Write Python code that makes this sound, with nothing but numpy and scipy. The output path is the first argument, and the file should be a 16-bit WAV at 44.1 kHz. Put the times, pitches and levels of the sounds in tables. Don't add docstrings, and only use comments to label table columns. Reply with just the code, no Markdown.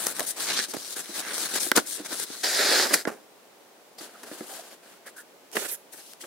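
import sys
import numpy as np
from scipy import signal
from scipy.fft import rfft, irfft, next_fast_len
from scipy.io import wavfile
from scipy.ndimage import uniform_filter1d

SR = 44100
rng = np.random.default_rng(int(sys.argv[2]) if len(sys.argv) > 2 else 0)


def store_pcm(level_fs):
    pcm = np.round(np.clip(level_fs, -1, 1) * 32767).astype(np.int16)
    wavfile.write(sys.argv[1], SR, np.atleast_2d(pcm).T)


N = 276066
TIME_S = np.arange(N) / SR
SLIDE_EDGES_HZ, SCUFF_EDGES_HZ = (20, 2800, 6500, 17000), (20, 900, 2800, 17000)


def amp(db):
    return np.exp(np.asarray(db) * (np.log(10) / 20))


def unit(x):
    return x / np.sqrt(np.mean(x ** 2) + 1e-20)


def along(points, hz):
    point_hz, values = np.transpose(points)
    return np.interp(np.log(hz + 1), np.log(point_hz + 1), values)


def wobble(rate_hz):
    knots = rng.standard_normal(int(N * rate_hz / SR) + 4)
    return np.interp(TIME_S * rate_hz, np.arange(len(knots)), knots)


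def samples(start_s, end_s):
    return np.arange(max(int(start_s * SR), 0), min(int(end_s * SR), N))


def filtered(x, response):
    size = next_fast_len(N + SR // 10, real=True)
    return irfft(rfft(x, size) * response(np.fft.rfftfreq(size, 1 / SR)), size)[..., :N]


def panned(left_db):
    ratio = amp(np.atleast_1d(left_db))
    return np.array([ratio, np.ones_like(ratio)]) * np.sqrt(2 / (1 + ratio * ratio))


def from_right(x, lag_s):
    return filtered(x, lambda hz: np.exp(-2j * np.pi * hz * np.array([[lag_s], [0]])))


def stereo(pair, colour, coherence):
    def response(hz):
        angle = np.arccos(np.clip(along(coherence, hz), -1, 1)) / 2
        return amp(along(colour, hz)) * [np.cos(angle), np.sin(angle)]
    mid, side = filtered(pair, response)
    return unit(np.array([mid + side, mid - side]))


def bands(x, edges_hz):
    def response(hz):
        below = 1 / (1 + (hz / np.array(edges_hz)[:, None]) ** 16)
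        return np.sqrt(np.abs(np.diff(below, axis=0)))[:, None]
    return [unit(band) for band in filtered(x, response)]


def burst(noise, envelope):
    return unit(noise * envelope) * np.sqrt(np.mean(envelope ** 2))


# (frequency [Hz], relative level [dB])
HUSH_COLOUR = [(30, -50), (90, -28.5), (190, -12.5), (380, -5.5), (584, -6), (1250, -14.5), (16000, -25.5)]
# (frequency [Hz], left-right coherence [0-1])
HUSH_COHERENCE = [(700, 0.59), (1300, 0.34), (3000, 0.023)]


def hush(level_db=-54):
    return amp(level_db) * stereo(rng.standard_normal((2, N)), HUSH_COLOUR, HUSH_COHERENCE)


# (frequency [Hz], t60 [s])
ROOM_DECAY = [(200, 0.37), (2000, 0.16), (12000, 0.31)]


def reverb(x):
    hz, t, spectrum = signal.stft(rng.standard_normal((2, SR // 3)), SR, nperseg=256)
    decay = amp(-60 * t / along(ROOM_DECAY, hz)[:, None])
    tail = signal.istft(spectrum * decay, SR, nperseg=256)[1]
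    return signal.fftconvolve(x, tail / np.linalg.norm(tail[0]), axes=1)[:, :N]


def fibres(grain_db, crinkles_per_s, crinkle_db):
    slips = unit(rng.standard_normal((2, N)) * amp(grain_db * wobble(1400)))
    buckles = (rng.random(N) < crinkles_per_s / SR) * rng.random(N)
    crunch = signal.lfilter([1], [1, -np.exp(-1 / (.0005 * SR))], buckles)
    return slips + amp(crinkle_db) * unit(crunch * rng.standard_normal((2, N)))


def bending(x, depth_db):
    spectrum = signal.stft(x, nperseg=512)[2]
    patches = uniform_filter1d(rng.standard_normal(spectrum.shape[1:]), size=5, axis=0)
    patches = unit(uniform_filter1d(patches, size=7, axis=1))
    return unit(signal.istft(spectrum * amp(depth_db * patches), nperseg=512)[1][:, :N])


def strokes(rows, rise_s, fall_s, arch_db):
    power = np.zeros((3, N))
    for start_s, length_s, db, swell_db, body_db, hiss_db in rows:
        span = samples(start_s - .1, start_s + length_s + .1)
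        t = span / SR - start_s
        position = np.clip(2 * t / length_s - 1, -1, 1)
        contact = (1 + np.tanh(t / rise_s)) / 2 * (1 + np.tanh((length_s - t) / fall_s)) / 2
        gain = contact * amp(db + swell_db * position / 2 - arch_db * position ** 2)
        power[:, span] += (gain * amp([[body_db], [0], [hiss_db]])) ** 2
    return np.sqrt(power)


# (frequency [Hz], left-right coherence [0-1])
RUB_COHERENCE = [(200, 0.69), (800, 0.83), (1600, 0.82), (2600, 0.13), (4200, 0.32), (6000, 0.011),
                 (12000, 0.04)]


def slide(gains, colour, slips, judder_db, flutter_db, body_left_db, hiss_left_db,
          coherence=RUB_COHERENCE):
    body, rustle, hiss = bands(stereo(slips, colour, coherence), SLIDE_EDGES_HZ)
    body_gain, rustle_gain, hiss_gain = gains
    body = body * unit(amp(flutter_db * wobble(110))) * body_gain * panned(body_left_db)
    rustle = rustle * rustle_gain * panned(0.45 * (body_left_db + hiss_left_db))
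    hiss = hiss * hiss_gain * panned(hiss_left_db)
    return (body + rustle + hiss) * unit(amp(judder_db * wobble(70)))


# (frequency [Hz], relative level [dB])
CLOTH_COLOUR = [(60, -60), (199, -13.5), (687, -6.5), (1050, -13.5), (1550, -10), (2300, -17.5), (4400, -9),
                (6000, -12.5), (9500, -4), (16000, -13)]
# (start [s], length [s], rustle [dB], swell [dB], body re rustle [dB], hiss re rustle [dB])
BOX_PUSHES = [(3.984, 0.085, -48, -3, -0.5, 1), (4.05, 0.3, -59.5, 0, 6, 1),
              (4.26, 0.19, -51.5, 3.5, 1, 2.5), (4.44, 0.1, -51, 13, 3.5, 5.9),
              (4.535, 0.069, -49, 1, 0.5, 3.4), (4.6, 0.15, -54, 1, 1.5, 1), (4.83, 0.15, -62, -2, 6.5, 2),
              (5.062, 0.028, -49, 1, 2.5, 5.4), (5.165, 0.042, -54.5, 4, -4, 10)]


def box_push():
    slips = fibres(grain_db=1.5, crinkles_per_s=130, crinkle_db=-18)
    gains = strokes(BOX_PUSHES, rise_s=0.0044, fall_s=0.018, arch_db=0.7)
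    return slide(gains, CLOTH_COLOUR, slips,
                 judder_db=1.56, flutter_db=1, body_left_db=-1, hiss_left_db=5.5)


# (frequency [Hz], relative level [dB])
FOLDED_COLOUR = [(47, -58), (80, -30), (386, -2), (877, -6), (1150, -11.5), (1750, -4), (2900, -17.5),
                 (6500, -17.5), (10500, -11.5), (16000, -21)]
# (start [s], length [s], rustle [dB], swell [dB], body re rustle [dB], hiss re rustle [dB])
SHEET_SKIDS = [(5.53, 0.022, -45.5, -5, 0, 2.9), (5.554, 0.12, -40, -2, 0.5, 3.7),
               (5.684, 0.075, -45.5, -10.5, -0.5, 8)]
SMOOTHING_STROKES = [(5.933, 0.046, -54.5, -5, 10.5, 7.9), (5.975, 0.14, -55, 3, -17, 1.8),
                     (6.214, 0.038, -50.5, -12.5, -4, 1.6)]


def folded_sheet():
    slips = bending(fibres(grain_db=0.8, crinkles_per_s=90, crinkle_db=-13.5), depth_db=2)
    skid_gains = strokes(SHEET_SKIDS, rise_s=0.0085, fall_s=0.0064, arch_db=-1.4)
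    skid = slide(skid_gains, FOLDED_COLOUR, slips,
                 judder_db=-0.5, flutter_db=3.5, body_left_db=-6.5, hiss_left_db=-3)
    smoothing_gains = strokes(SMOOTHING_STROKES, rise_s=0.011, fall_s=0.037, arch_db=-7)
    smoothing = slide(smoothing_gains, FOLDED_COLOUR, slips,
                      judder_db=1, flutter_db=10.5, body_left_db=-2.5, hiss_left_db=4.5)
    return from_right(skid, lag_s=.00008) + smoothing


# (frequency [Hz], relative level [dB], base t60 [s])
BOX_MODES = [(221, -2.5, 0.048), (300.5, 4, 0.047), (363, -1.5, 0.074), (488, 1, 0.045), (638, 8.5, 0.022),
             (840, -1, 0.043), (1340, 7.5, 0.018), (1670, 7.5, 0.029), (2000, 8, 0.016)]
# (time [s],
# thud [dB], clack [dB], left over right [dB], ring time factor [x])
KNOCKS = [(0.205, -33, -42, -8, 0.88), (0.683, -41.5, -70, -14, 0.6), (0.741, -31.5, -62, -15, 0.36),
          (0.767, -33.5, -43, -6, 0.28), (1.09, -40.5, -79, -5, 0.67), (1.665, -35, -44, 3, 0.9),
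          (1.716, -25, -20, -5, 0.83), (1.7722, -23.5, -40, 0, 0.6), (1.995, -39.5, -68, -3, 1.6),
          (2.301, -38.5, -51, 3, 0.81), (3.0525, -32.5, -30.5, -4, 1.1), (3.0735, -21, -35.5, -8.5, 0.51),
          (4.009, -43.5, -49, -2, 1.9), (4.314, -37.5, -46.5, -1.5, 1.8), (4.407, -33, -44, -1, 1.8),
          (5.568, -34, -29.5, -12, 0.92)]


def box_knocks(firm_db=-33, soft_db=37, soft_attack_s=0.007, focus_db_per_oct=7, crack_t60_s=0.018):
    out, t = np.zeros((2, N + SR)), np.arange(SR // 6) / SR
    hz, mode_db, t60_s = np.transpose(BOX_MODES)[:, :, None]
    low = hz[:, 0] < 900
    unit_onset = lambda x: x / np.sqrt(np.mean(x[:, :SR // 125] ** 2))
    crack_band = signal.butter(2, [2200, 6500], "band", fs=SR, output="sos")
    for time_s, thud_db, clack_db, left_db, ring in KNOCKS:
        phase = rng.uniform(0, 2 * np.pi, hz.shape) + 0.52 * rng.standard_normal((2, *hz.shape))
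        tilt_db = 0.11 * (clack_db - firm_db) * np.log2(hz / hz[0])
        level_db = mode_db + tilt_db + 2 * rng.standard_normal(hz.shape)
        gripped_hz = hz * np.exp(0.03 * rng.standard_normal(hz.shape))
        level_db -= focus_db_per_oct * max(ring - 1, 0) * np.abs(np.log2(hz / hz[1]))
        softness = np.clip((thud_db - clack_db) / soft_db, 0, 1) ** 2
        envelopes = amp(level_db - 60 * t / ((ring + softness) * t60_s))
        modes = envelopes * np.sin(2 * np.pi * gripped_hz * t + phase)
        thud = modes[:, low].sum(1) * (1 - np.exp(-t / (0.00018 + softness * soft_attack_s)))
        clack = modes[:, ~low].sum(1) * (1 - np.exp(-t / 0.0004))
        crack = signal.sosfilt(crack_band, rng.standard_normal((2, len(t))) * amp(-60 * t / crack_t60_s))
        knock = amp(thud_db) * unit_onset(thud) + amp(clack_db) * unit_onset(clack)
        knock += amp(1.1 * clack_db - 6) * unit_onset(crack)
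        out[:, round(time_s * SR):][:, :len(t)] += knock * panned(left_db)
    return out[:, :N]


# (peak time [s], sigma [s], frequency [Hz], half width / frequency [x], level [dB])
EDGE_SQUEAKS = [(0.196, 0.0028, 1420, 0.2, -32), (0.213, 0.0083, 720, 0.24, -34),
                (0.598, 0.011, 1900, 0.15, -31.5), (1.783, 0.0068, 1347, 0.22, -20.5),
                (2.942, 0.0042, 2003, 0.19, -18.5), (3.083, 0.0098, 1204, 0.24, -37.5),
                (3.993, 0.0054, 4790, 0.075, -43), (4.154, 0.0063, 1380, 0.074, -49),
                (4.52, 0.014, 780, 0.08, -45.5), (4.593, 0.0071, 680, 0.07, -42.5),
                (5.076, 0.012, 1750, 0.18, -45), (5.19, 0.019, 1588, 0.096, -46),
                (5.727, 0.014, 11800, 0.13, -31)]


def edge_squeaks(left_db=-5):
    out, t = np.zeros((2, N)), np.arange(SR // 6) / SR - 1 / 12
    for peak_s, sigma_s, hz, width, db in EDGE_SQUEAKS:
        lowpass = signal.butter(2, width * hz, fs=SR, output="sos")
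        drive = signal.sosfilt(lowpass, rng.standard_normal((2, len(t))))
        phase = 2 * np.pi * hz * t
        tone = drive[0] * np.cos(phase) + drive[1] * np.sin(phase)
        envelope = amp(db) * np.exp(-.5 * (t / sigma_s) ** 2)
        out[:, round((peak_s + t[0]) * SR):][:, :len(t)] += burst(tone, envelope)
    return out * panned(left_db)


# (frequency [Hz], relative level [dB])
CRACKLE_COLOUR = [(60, -38), (150, -16), (240, -4), (400, -1.5), (920, -9), (1500, -1), (3100, -14),
                  (4500, -6.5), (11000, -5.5), (16000, -16)]
# (frequency [Hz], left-right coherence [0-1])
EDGE_COHERENCE = [(200, 0.72), (1600, 0.74), (5000, 0.75), (8000, 0.044)]
# (peak time [s], body [dB], hiss [dB], left over right [dB], rise [s/20 dB], fall [s/20 dB])
EDGE_SCUFFS = [(0.0686, -30, -16, -1.5, 0.0053, 0.0054), (0.196, -33.5, -21, 7, 0.0027, 0.0078),
               (0.738, -39, -33, -1, 0.0058, 0.041), (1.561, -33, -22.5, 4, 0.0047, 0.0089),
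               (1.766, -26.5, -11.5, 9, 0.0067, 0.003), (1.774, -19, -16.5, -1, 0.0063, 0.016),
               (2.126, -36.5, -41, 1.5, 0.021, 0.026), (2.1988, -36, -21.5, 9, 0.001, 0.0037),
               (2.864, -31, -50, -6, 0.041, 0.017), (2.908, -31, -41, -6, 0.002, 0.029),
               (2.942, -27, -12.5, -3, 0.013, 0.017), (3.077, -32, -36.5, -2, 0.0085, 0.032),
               (3.116, -51, -50.5, -3, 0.011, 0.096), (4.233, -45, -41.5, -2, 0.003, 0.032),
               (5.555, -38.5, -30, 9, 0.0015, 0.018), (5.571, -27.5, -35, -5, 0.009, 0.012),
               (6.241, -43, -45, -1, 0.011, 0.015)]


def edge_scuffs(hiss_left_db=5, bass_stretch=1.81, mid_db=1):
    slips = fibres(grain_db=3.8, crinkles_per_s=880, crinkle_db=-6.5)
    low, mid, high = bands(stereo(slips, CRACKLE_COLOUR, EDGE_COHERENCE), SCUFF_EDGES_HZ)
    out = np.zeros((2, N))
    for peak_s, body_db, hiss_db, left_db, rise_s, fall_s in EDGE_SCUFFS:
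        span = samples(peak_s - .1, peak_s + .2)
        t = span / SR - peak_s
        drop_db = 20 * np.where(t < 0, -t / rise_s, t / fall_s)
        body = burst(low[:, span], amp(body_db - drop_db / bass_stretch))
        body += burst(mid[:, span], amp(body_db + mid_db - drop_db))
        hiss = burst(high[:, span], amp(hiss_db - drop_db))
        out[:, span] += body * panned(left_db) + hiss * panned(left_db + hiss_left_db)
    return out


# (time [s], click [dB], body re click [dB])
CREASE_SNAPS = [(0.114, -32, -21), (0.2056, -19, -3), (0.7677, -31, -4), (1.7163, -12.5, 3),
                (1.7583, -23, -12), (1.91, -28, -7.5), (5.516, -38, -12), (5.568, -26.5, 11.5),
                (6.135, -33, -9)]


def crease_snaps(fall_s=0.0024, left_db=5):
    out, t = np.zeros((2, N)), np.arange(SR // 50) / SR
    noise = stereo(rng.standard_normal((2, N)), CRACKLE_COLOUR, EDGE_COHERENCE)
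    _, mid, high = bands(noise, SCUFF_EDGES_HZ)
    for time_s, click_db, body_db in CREASE_SNAPS:
        span = round(time_s * SR) + np.arange(len(t))
        envelope = amp(click_db - 20 * t / fall_s)
        click = burst(high[:, span], envelope) * panned(left_db)
        out[:, span] += click + burst(mid[:, span], envelope * amp(body_db))
    return out


# (frequency [Hz], relative level [dB])
PULL_COLOUR = [(60, -39), (170, -15.5), (380, 2), (720, 0), (1050, -7), (1720, 4), (2850, -9), (4150, 3),
               (4900, 4), (5800, -3.5), (10000, -3.5), (16000, -13.5)]
# (time [s], rustle [dB])
PULL_CURVE = [(2.428, -52), (2.438, -27), (2.52, -32), (2.57, -27), (2.74, -24), (2.83, -25), (2.88, -38),
              (2.955, -34.5), (3.015, -44), (3.038, -61)]


def sheet_pull(body_db=-0.8, hiss_db=2.5, hiss_limit_db=-29.5, freeing_db_per_s=3):
    knots_s, pull_db = np.transpose(PULL_CURVE)
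    pull = amp(np.interp(TIME_S, knots_s, pull_db, left=-120, right=-120))
    body = pull * amp(body_db + freeing_db_per_s * (TIME_S - knots_s.mean()))
    hiss = pull * amp(hiss_db)
    hiss /= np.hypot(1, hiss / amp(hiss_limit_db))
    slips = bending(fibres(grain_db=1.6, crinkles_per_s=400, crinkle_db=-10), depth_db=1.3)
    return slide((body, pull, hiss), PULL_COLOUR, slips, coherence=EDGE_COHERENCE,
                 judder_db=0.55, flutter_db=1.26, body_left_db=-4.5, hiss_left_db=6.5)


# (frequency [Hz], relative level [dB])
RUSTLE_COLOUR = [(35, -62), (60, -35), (180, -8), (308, -1), (968, -6.5), (1620, -1), (2710, -7), (3940, 5),
                 (6900, 2.5), (9350, 9.5), (12400, 1.5), (16000, -2.5)]
# (start [s], length [s], rustle [dB], swell [dB], body re rustle [dB], hiss re rustle [dB])
FINGER_STROKES = [(-0.03, 0.16, -43, -4.5, 4.5, 10.5), (0.15, 0.11, -45, -1.5, 0, 5.5),
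                  (0.265, 0.051, -40.5, 2.5, -8, 10.5), (0.362, 0.034, -44, 5, 2.5, 4),
                  (0.395, 0.11, -36.5, -1.5, -1.5, 2.5), (0.468, 0.053, -31.5, 8.5, -1, -8),
                  (0.526, 0.033, -32, 3, -3, -4), (0.563, 0.047, -26.5, -1, -8, -7.5),
                  (0.612, 0.041, -35, 4.5, -5, 0), (0.683, 0.04, -43.5, 2, -7, 5),
                  (0.765, 0.18, -42.5, 7, -12.5, 0.5), (0.96, 0.056, -41, -1, 0.5, 5),
                  (1.02, 0.2, -47, 9, -6.5, 1.5), (1.142, 0.068, -38, 4, -1, 2),
                  (1.21, 0.12, -45.5, 8, 6.5, 3), (1.33, 0.14, -36, 7, -3, 3),
                  (1.475, 0.06, -40, 1, -1.5, 1.5), (1.535, 0.054, -32.5, 0.5, -2.5, 0.5),
                  (1.6, 0.097, -36, -4.5, -7, 5.5), (1.757, 0.046, -30, -6.5, 0.5, 0),
                  (1.863, 0.11, -42, 0.5, -11, 7), (1.98, 0.036, -47.5, 0, 3, 2),
                  (2.046, 0.022, -38.5, 5, 1, 1.5), (2.08, 0.06, -41.5, 13, -9, 0),
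                  (2.117, 0.13, -41.5, 8.5, -3, 6.5), (2.26, 0.092, -44.5, 11, -7.5, -1),
                  (2.34, 0.089, -45, 3, -9, 0.5)]


def tissue_rustle(resting_db=-52):
    slips = bending(fibres(grain_db=2.2, crinkles_per_s=220, crinkle_db=-8), depth_db=1.6)
    resting = amp(resting_db) * (TIME_S < PULL_CURVE[1][0])
    stroking = strokes(FINGER_STROKES, rise_s=0.005, fall_s=0.009, arch_db=-0.24)
    return slide(np.hypot(resting, stroking), RUSTLE_COLOUR, slips,
                 judder_db=0.8, flutter_db=0, body_left_db=-2.5, hiss_left_db=7)


def scene():
    rubbing = box_push() + folded_sheet() + sheet_pull() + tissue_rustle()
    transients = box_knocks() + edge_squeaks() + edge_scuffs() + crease_snaps()
    bass_cut = signal.butter(3, 140, "high", fs=SR, output="sos")
    handling = rubbing + signal.sosfilt(bass_cut, transients)
    return hush() + amp(-17) * reverb(handling) + handling


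def record(dry, bass_hz=60, ceiling=0.9, top_hz=15800):
    thin = signal.sosfilt(signal.butter(2, bass_hz, "high", fs=SR, output="sos"), dry)
    rounded = thin / (1 + np.abs(thin / ceiling) ** 6) ** (1 / 6)
    return filtered(rounded, lambda hz: hz < top_hz)


dry = scene()
out = record(dry)
store_pcm(out)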